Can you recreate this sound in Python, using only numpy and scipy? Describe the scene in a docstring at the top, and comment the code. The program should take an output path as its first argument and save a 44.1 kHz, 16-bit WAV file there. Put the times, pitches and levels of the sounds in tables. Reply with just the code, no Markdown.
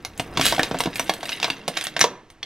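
"""A bunch of keys jangles close by, over the dull rub of a hand at a metal mailbox.
One key rasps into the lock and is turned; the lock knocks in its thin door and the panels boom.
The door swings open with hollow clunks and the hanging bunch clatters against the boxes beside it.
Each hit is a few ringing metal modes plus a crack of noise. A hard-walled room answers."""
import sys
import numpy as np
from scipy import signal
from scipy.fft import rfft, irfft, next_fast_len
from scipy.io import wavfile
from scipy.ndimage import uniform_filter1d, map_coordinates

SR = 44100
rng = np.random.default_rng(int(sys.argv[2]) if len(sys.argv) > 2 else 0)


def dump(signal):
    """Clip the signal to [-1, 1] and save it as 16-bit WAV at the path in sys.argv[1]."""
    limited = np.clip(np.atleast_2d(signal).T, -1, 1)
    pcm = np.round(limited * 32767).astype(np.int16)
    wavfile.write(sys.argv[1], SR, pcm)


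N = 108045
RING_SAMPLES = 11025
KNOCK_DETUNE, KEY_DETUNE = .012, .07  # random spread of each mode, as a fraction of its pitch


def amp(db):
    """Decibels to gain."""
    return 10 ** (np.asarray(db) / 20)


def unit(x):
    """Scale to rms 1."""
    return x / np.sqrt(np.mean(x ** 2) + 1e-20)


def along(points, hz):
    """Read (f/Hz, value) breakpoints on a log frequency axis."""
    f, values = np.transpose(points)
    return np.interp(np.log(hz + 1), np.log(f + 1), values)


def curves(rows):
    """One automation lane for each column after the time, a value per sample."""
    times, *columns = np.transpose(rows)
    return [np.interp(np.arange(N) / SR, times, column) for column in columns]


def filtered(x, response):
    """Zero-phase EQ; response gives the gain at each frequency."""
    n = x.shape[-1]
    padded = next_fast_len(n + 2048)
    return irfft(rfft(x, padded) * response(np.fft.rfftfreq(padded, 1 / SR)), padded)[..., :n]


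def noise(eq, size):
    """Noise coloured by an EQ curve, at rms 1."""
    return unit(filtered(rng.standard_normal(size), lambda hz: amp(along(eq, hz))))


def add(track, s, sound):
    """Mix a sound in at s seconds."""
    i = int(np.clip(round(s * SR), 0, N - 1))
    track[i:i + len(sound)] += sound[:N - i]


def strike(modes, eq, crack_t60, crack_db, detune, vary_db=3.5):
    """One hit: ringing modes plus a noise crack for the dense, fast-dying ones."""
    t = np.arange(RING_SAMPLES) / SR
    hz, db, t60 = np.transpose(modes)[:, :, None]
    level, pitch, polarity = rng.standard_normal((3, len(modes), 1))
    envelopes = np.sign(polarity) * amp(db + vary_db * level - 60 * t / t60)
    ring = (envelopes * np.sin(2 * np.pi * hz * (1 + detune * pitch) * t)).sum(0)
    attack = 1 - np.exp(-t * 2 * hz.max())
    crack = noise(eq, RING_SAMPLES) * amp(-60 * t / crack_t60) * attack
    hit = unit(unit(ring) + amp(crack_db) * unit(crack))
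    return hit * np.sqrt(.005 * SR / RING_SAMPLES)  # the energy of 5 ms at rms 1


def patter(modes, eq, per_second, scatter_db, crack_db, voices=6):
    """A texture of tiny random hits shared among a few metal voices, ridden to an even level."""
    out = np.zeros(N)
    for _ in range(voices):
        taps = (rng.random(N) < per_second / voices / SR) * amp(scatter_db * rng.standard_normal(N))
        voice = strike(modes, eq, crack_t60=.027, crack_db=crack_db, detune=KEY_DETUNE)
        out += signal.fftconvolve(taps, voice)[:N]
    out = unit(out)
    local_power = np.abs(uniform_filter1d(out ** 2, size=1800))
    return out / np.sqrt(local_power + .01)


# Metallic mids of the lock with its key, bright top of the small keys: f/Hz, level/dB, t60/s
LOCK_MODES = [(1768, -2.5, 0.019), (2196, 1.5, 0.014), (2719, -4, 0.04), (3543, 0, 0.025),
              (4165, -4.5, 0.0082), (4530, -14.5, 0.036), (5597, -3.5, 0.019)]
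KEY_MODES = [(7860, -16, 0.049), (8550, -1.5, 0.043), (10630, -4.5, 0.05), (11820, -4.5, 0.039),
             (13600, -13.5, 0.04)]
# Tone of the crack on each: f/Hz, level/dB
LOCK_EQ = [(600, -17.5), (1400, -4.5), (3400, -1), (5500, -7), (6800, -12), (11000, -30)]
KEY_EQ = [(3500, -47.5), (6500, 3.5), (8000, 4), (11500, -2.5), (15500, -7.5)]
# Swells of the loose bunch: t/s, mids/dB, treble/dB
JINGLE_FADERS = [(.15, -58, -70), (.21, -46, -52), (.3, -56, -68), (.41, -33, -44), (.46, -29, -36),
                 (.53, -33, -41), (.76, -42, -56), (.82, -33, -40), (.9, -48, -62), (.96, -36, -42),
                 (1.18, -47, -55), (1.33, -31, -44), (1.39, -43, -58), (1.46, -36, -51), (1.66, -54, -72),
                 (1.78, -36, -49), (1.85, -35, -44), (1.93, -52, -68), (2.04, -33, -48), (2.14, -70, -90)]


def jingle():
    """The bunch rattles as the hand moves it: small clinks from keys of many pitches."""
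    mids_db, treble_db = curves(JINGLE_FADERS)
    mids = patter(LOCK_MODES, LOCK_EQ, per_second=260, scatter_db=5, crack_db=-7, voices=14)
    treble = patter(KEY_MODES, KEY_EQ, per_second=170, scatter_db=5, crack_db=-4, voices=14)
    return amp(mids_db) * mids + amp(treble_db) * treble


# Rub of key and door, and low rumble of the moving hand: t/s, level/dB
SCRAPE_FADER = [(.15, -48.5), (.33, -39), (.41, -34), (.55, -36), (.92, -42.5), (1.6, -44), (1.9, -48),
                (2.06, -35.5), (2.25, -57.5)]
RUMBLE_FADER = [(0, -54), (.4, -40.5), (1.6, -61.5)]
# Their dark tone: f/Hz, level/dB
SCRAPE_EQ = [(80, -21), (185, 2.5), (280, 1), (420, -3), (720, -7.5), (2000, -15.5), (9000, -71)]
RUMBLE_EQ = [(35, -5), (100, -4.5), (300, -48)]


def scrape():
    """Dull rubbing carried by the sheet metal, over the rumble of the hand."""
    scrape_db, = curves(SCRAPE_FADER)
    rumble_db, = curves(RUMBLE_FADER)
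    return amp(scrape_db) * noise(SCRAPE_EQ, N) + amp(rumble_db) * noise(RUMBLE_EQ, N)


# Boxy body of the thin door: f/Hz, level/dB, t60/s
DOOR_MODES = [(475, -9.5, 0.046), (677.4, 3.5, 0.024), (744, -2, 0.035), (941, -4, 0.026),
              (1083, -2.5, 0.018)]
# Tone of its crack: f/Hz, level/dB
DOOR_EQ = [(200, -12.5), (450, -3), (700, 6), (1100, -13), (1500, 1), (3000, -45)]
# Keys, rings and tags hitting each other: t/s, clack/dB, bright edge/dB
CLACK_CUES = [(0.0494, -25.5, -37), (0.1769, -44, -37), (0.4544, -18, -17.5), (0.4652, -14.5, -21.5),
              (0.4849, -28, -45), (0.548, -26.5, -41), (0.6318, -17.5, -33.5), (0.7877, -30.5, -30),
              (0.8368, -28, -39), (0.9571, -27, -32), (1.0795, -36, -56), (1.1377, -29.5, -33),
              (1.2551, -31.5, -38), (1.2923, -24, -41), (1.4002, -28, -48), (1.4158, -35.5, -51),
              (1.7695, -23, -40), (1.7732, -19.5, -32.5), (1.8112, -24.5, -34.5), (1.84, -33.5, -27),
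              (1.8687, -23.5, -36), (1.9928, -22, -25.5), (2.0069, -20, -24.5), (2.0287, -23.5, -47.5),
              (2.3017, -45, -50), (2.4293, -29.5, -53)]


def clacks():
    """Light hits within the bunch, each tuned a little differently, with door body tucked under."""
    out = np.zeros(N)
    for s, clack_db, edge_db in CLACK_CUES:
        body = strike(DOOR_MODES, DOOR_EQ, crack_t60=.11, crack_db=-2, detune=KEY_DETUNE)
        clack = strike(LOCK_MODES, LOCK_EQ, crack_t60=.013, crack_db=6, detune=KEY_DETUNE)
        edge = strike(KEY_MODES, KEY_EQ, crack_t60=.014, crack_db=-.5, detune=KEY_DETUNE)
        add(out, s, amp(clack_db - 10) * body + amp(clack_db) * clack + amp(edge_db) * edge)
    return out


# A key left free to ring after a hit: t/s, f/Hz, level/dB
CLINK_CUES = [(.177, 11800, -41), (.595, 1777, -9), (.633, 13500, -31), (.941, 11750, -29),
              (0.996, 5870, -22.5), (1.0952, 3353, -17), (1.3288, 2930, -22), (1.429, 2705, -15),
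              (1.5015, 2720, -15.5), (2.0122, 6025, -8.5), (2.4305, 3354, -23)]
# Its partials: multiple of f, level/dB, t60/s for a key at middle_hz
CLINK_PARTIALS = [(1.001, 4.5, 0.025), (1.3, -0.5, .022), (1.7, -4.5, .022)]


def clinks(middle_hz=3000, overtone_limit_hz=6800):
    """Single keys ping briefly; higher keys last longer, and the highest overtones barely speak."""
    out, t = np.zeros(N), np.arange(RING_SAMPLES) / SR
    multiple, partial_db, middle_t60 = np.transpose(CLINK_PARTIALS)[:, :, None]
    for s, pitch, db in CLINK_CUES:
        hz = pitch * multiple
        t60 = middle_t60 * (pitch / middle_hz) ** .75
        tones = np.sin(2 * np.pi * (hz * t + rng.random(hz.shape)))
        envelopes = amp(db + partial_db - 60 * t / t60)
        rolloff = 1 / (1 + (multiple > 1) * (hz / overtone_limit_hz) ** 20)
        attack = 1 - np.exp(-t * pitch)
        add(out, s, (rolloff * envelopes * tones).sum(0) * attack)
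    return out


# Low boom of the box panels: f/Hz, level/dB, t60/s
PANEL_MODES = [(179, 0.5, 0.32), (270, 6.5, 0.13), (472, -5, 0.074)]
# Tone of their thud: f/Hz, level/dB
PANEL_EQ = [(50, -44), (170, 5.5), (400, -1.5), (600, -25), (1500, -56)]
# Blows on lock and door: t/s, panel boom/dB, door knock/dB, clack/dB, bright edge/dB
KNOCK_CUES = [(0.1967, -23.5, -21, -21.5, -31.5), (0.3728, -22.5, -20.5, -17, -37),
              (0.3956, -17, -17.5, -22, -46), (0.4121, -33, -31, -15, -29),
              (0.5239, -33, -15.5, -20.5, -39), (0.581, -30.5, -18.5, -28, -60),
              (0.5938, -16.5, -14.5, -22, -33), (0.7123, -18.5, -23.5, -30.5, -59),
              (0.7449, -29, -20, -34, -60), (0.7528, -24, -36, -39, -55), (0.8045, -29, -18, -19.5, -26),
              (0.8579, -18, -23, -26.5, -55), (0.8719, -24.5, -24.5, -41, -64),
              (0.9954, -27, -21.5, -20.5, -27), (1.095, -27, -14, -19, -30), (1.2304, -48, -25, -31, -46),
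              (1.4287, -35.5, -23.5, -19.5, -39), (1.4435, -59, -20, -16.5, -43),
              (1.4803, -56, -26, -48, -43), (1.5013, -30.5, -28, -25, -36),
              (1.6792, -25, -23.5, -22, -27.5), (1.965, -34, -23, -19.5, -45),
              (2.0120, -23.5, -17, -8, -25), (2.0404, -36.5, -19.5, -15.5, -36)]


def knocks():
    """The lock and the heavy bunch hit the door, which passes the blow to the panels."""
    out = np.zeros(N)
    for s, boom_db, knock_db, clack_db, edge_db in KNOCK_CUES:
        boom = strike(PANEL_MODES, PANEL_EQ, crack_t60=.044, crack_db=.5, detune=KNOCK_DETUNE)
        knock = strike(DOOR_MODES, DOOR_EQ, crack_t60=.032, crack_db=-5.5, detune=KNOCK_DETUNE)
        clack = strike(LOCK_MODES, LOCK_EQ, crack_t60=.033, crack_db=3.5, detune=KNOCK_DETUNE)
        edge = strike(KEY_MODES, KEY_EQ, crack_t60=.024, crack_db=2, detune=KNOCK_DETUNE)
        add(out, s, amp(boom_db) * boom + amp(knock_db) * knock
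            + amp(clack_db) * clack + amp(edge_db) * edge)
    return out


def rasp(peak_s=.469, half_width_s=.052, level_db=-24.5):
    """The teeth of the key grind past the pins in one gritty stroke."""
    stroke = np.exp(-((np.arange(N) / SR - peak_s) / half_width_s) ** 2)
    grit = patter(LOCK_MODES, LOCK_EQ, per_second=5000, scatter_db=2, crack_db=2)
    sizzle = amp(-4.5) * noise(KEY_EQ, N)
    return amp(level_db) * stroke * (grit + sizzle)


# The door swinging free: t/s, f/Hz, level/dB
CLUNK_CUES = [(1.683, 704, -17.5), (2.0408, 495, -9), (2.0405, 939, -11)]


def clunks(t60=.042, blur_hz=60):
    """The loose door gives short hollow notes, blurred by its rattling hinge."""
    out, t = np.zeros(N), np.arange(RING_SAMPLES) / SR
    for s, hz, db in CLUNK_CUES:
        phase_drift = np.cumsum(rng.standard_normal(RING_SAMPLES)) * np.sqrt(2 * np.pi * blur_hz / SR)
        note = amp(db - 60 * t / t60) * np.sin(2 * np.pi * hz * t + phase_drift)
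        octave = signal.butter(2, [hz / np.sqrt(2), hz * np.sqrt(2)], "bandpass", fs=SR, output="sos")
        add(out, s, signal.sosfilt(octave, note))
    return out


# Decay of the hard-walled room: f/Hz, t60/s
TAIL_DECAY = [(150, 0.39), (1000, 0.49), (6000, 0.3)]
# Tone of its tail: f/Hz, level/dB
TAIL_EQ = [(60, -6.5), (250, -1), (2500, -3.5), (15000, -8.5)]


def room(x, early_db=-7.5, early_t60=.11):
    """Early reflections off the wall of boxes, then the short tail of the room."""
    bands, frames_s, spectrum = signal.stft(rng.standard_normal(SR), SR, nperseg=256)
    decay = amp(-60 * frames_s / along(TAIL_DECAY, bands)[:, None])
    tail = signal.istft(spectrum * decay, SR, nperseg=256)[1]
    t = np.arange(len(tail)) / SR
    tail *= 1 - np.exp(-t / .0047)  # soft onset
    tail = amp(-14) * filtered(tail / np.linalg.norm(tail), lambda hz: amp(along(TAIL_EQ, hz)))
    early = rng.standard_normal(len(t)) * amp(-60 * t / early_t60) * (t > .003)  # 3 ms pre-delay
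    return signal.fftconvolve(x, tail + amp(early_db) * early / np.linalg.norm(early))[:N]


# Faint, dark noise bed: f/Hz, level/dB
BED_EQ = [(20, -3.5), (350, -20.5), (3000, -25), (15000, -46.5)]
# Stereo width, greatest in the treble: f/Hz, side level/dB
WIDTH_EQ = [(200, -32), (2000, -24.5), (9000, -8.5)]
# The bunch moving right with the door: t/s, left lag/ms, left minus right/dB
PAN_PATH = [(1.45, 0.019, -0.8), (1.75, 0.026, -2), (2.05, 0.036, -1.4)]


def scene():
    """Keys and mailbox sit just right of centre; the left side lags more as the door opens."""
    low_cut = signal.butter(1, 90, "highpass", fs=SR, output="sos")
    hits = signal.sosfilt(low_cut, knocks() + clacks() + clinks() + clunks())
    near = hits + jingle() + rasp() + scrape()
    mid = near + room(near) + amp(-57.5) * noise(BED_EQ, N)
    diffuser = rng.standard_normal(2048) * np.exp(-np.arange(2048) / 350)  # an 8 ms smear
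    diffuse = signal.fftconvolve(near, diffuser / np.linalg.norm(diffuser))[:N]
    side = filtered(diffuse + 2 * room(near), lambda hz: amp(along(WIDTH_EQ, hz)))
    lag_ms, balance_db = curves(PAN_PATH)
    lag_samples = lag_ms * SR / 1000
    channels = []
    for sign in (1, -1):  # left, right
        shifted = map_coordinates(mid + sign * side, [np.arange(N) - sign * lag_samples / 2], order=5)
        channels.append(amp(sign * balance_db / 2) * shifted)
    return np.array(channels)


def record(dry, ceiling=2.9, top_hz=15800):
    """A soft clip rounds the loudest peaks, then a brick-wall low-pass trims the top."""
    rounded = dry / (1 + np.abs(dry / ceiling) ** 6) ** (1 / 6)
    return filtered(rounded, lambda hz: 1 / np.sqrt(1 + (hz / top_hz) ** 300))


dry = scene()
out = record(dry)
dump(out)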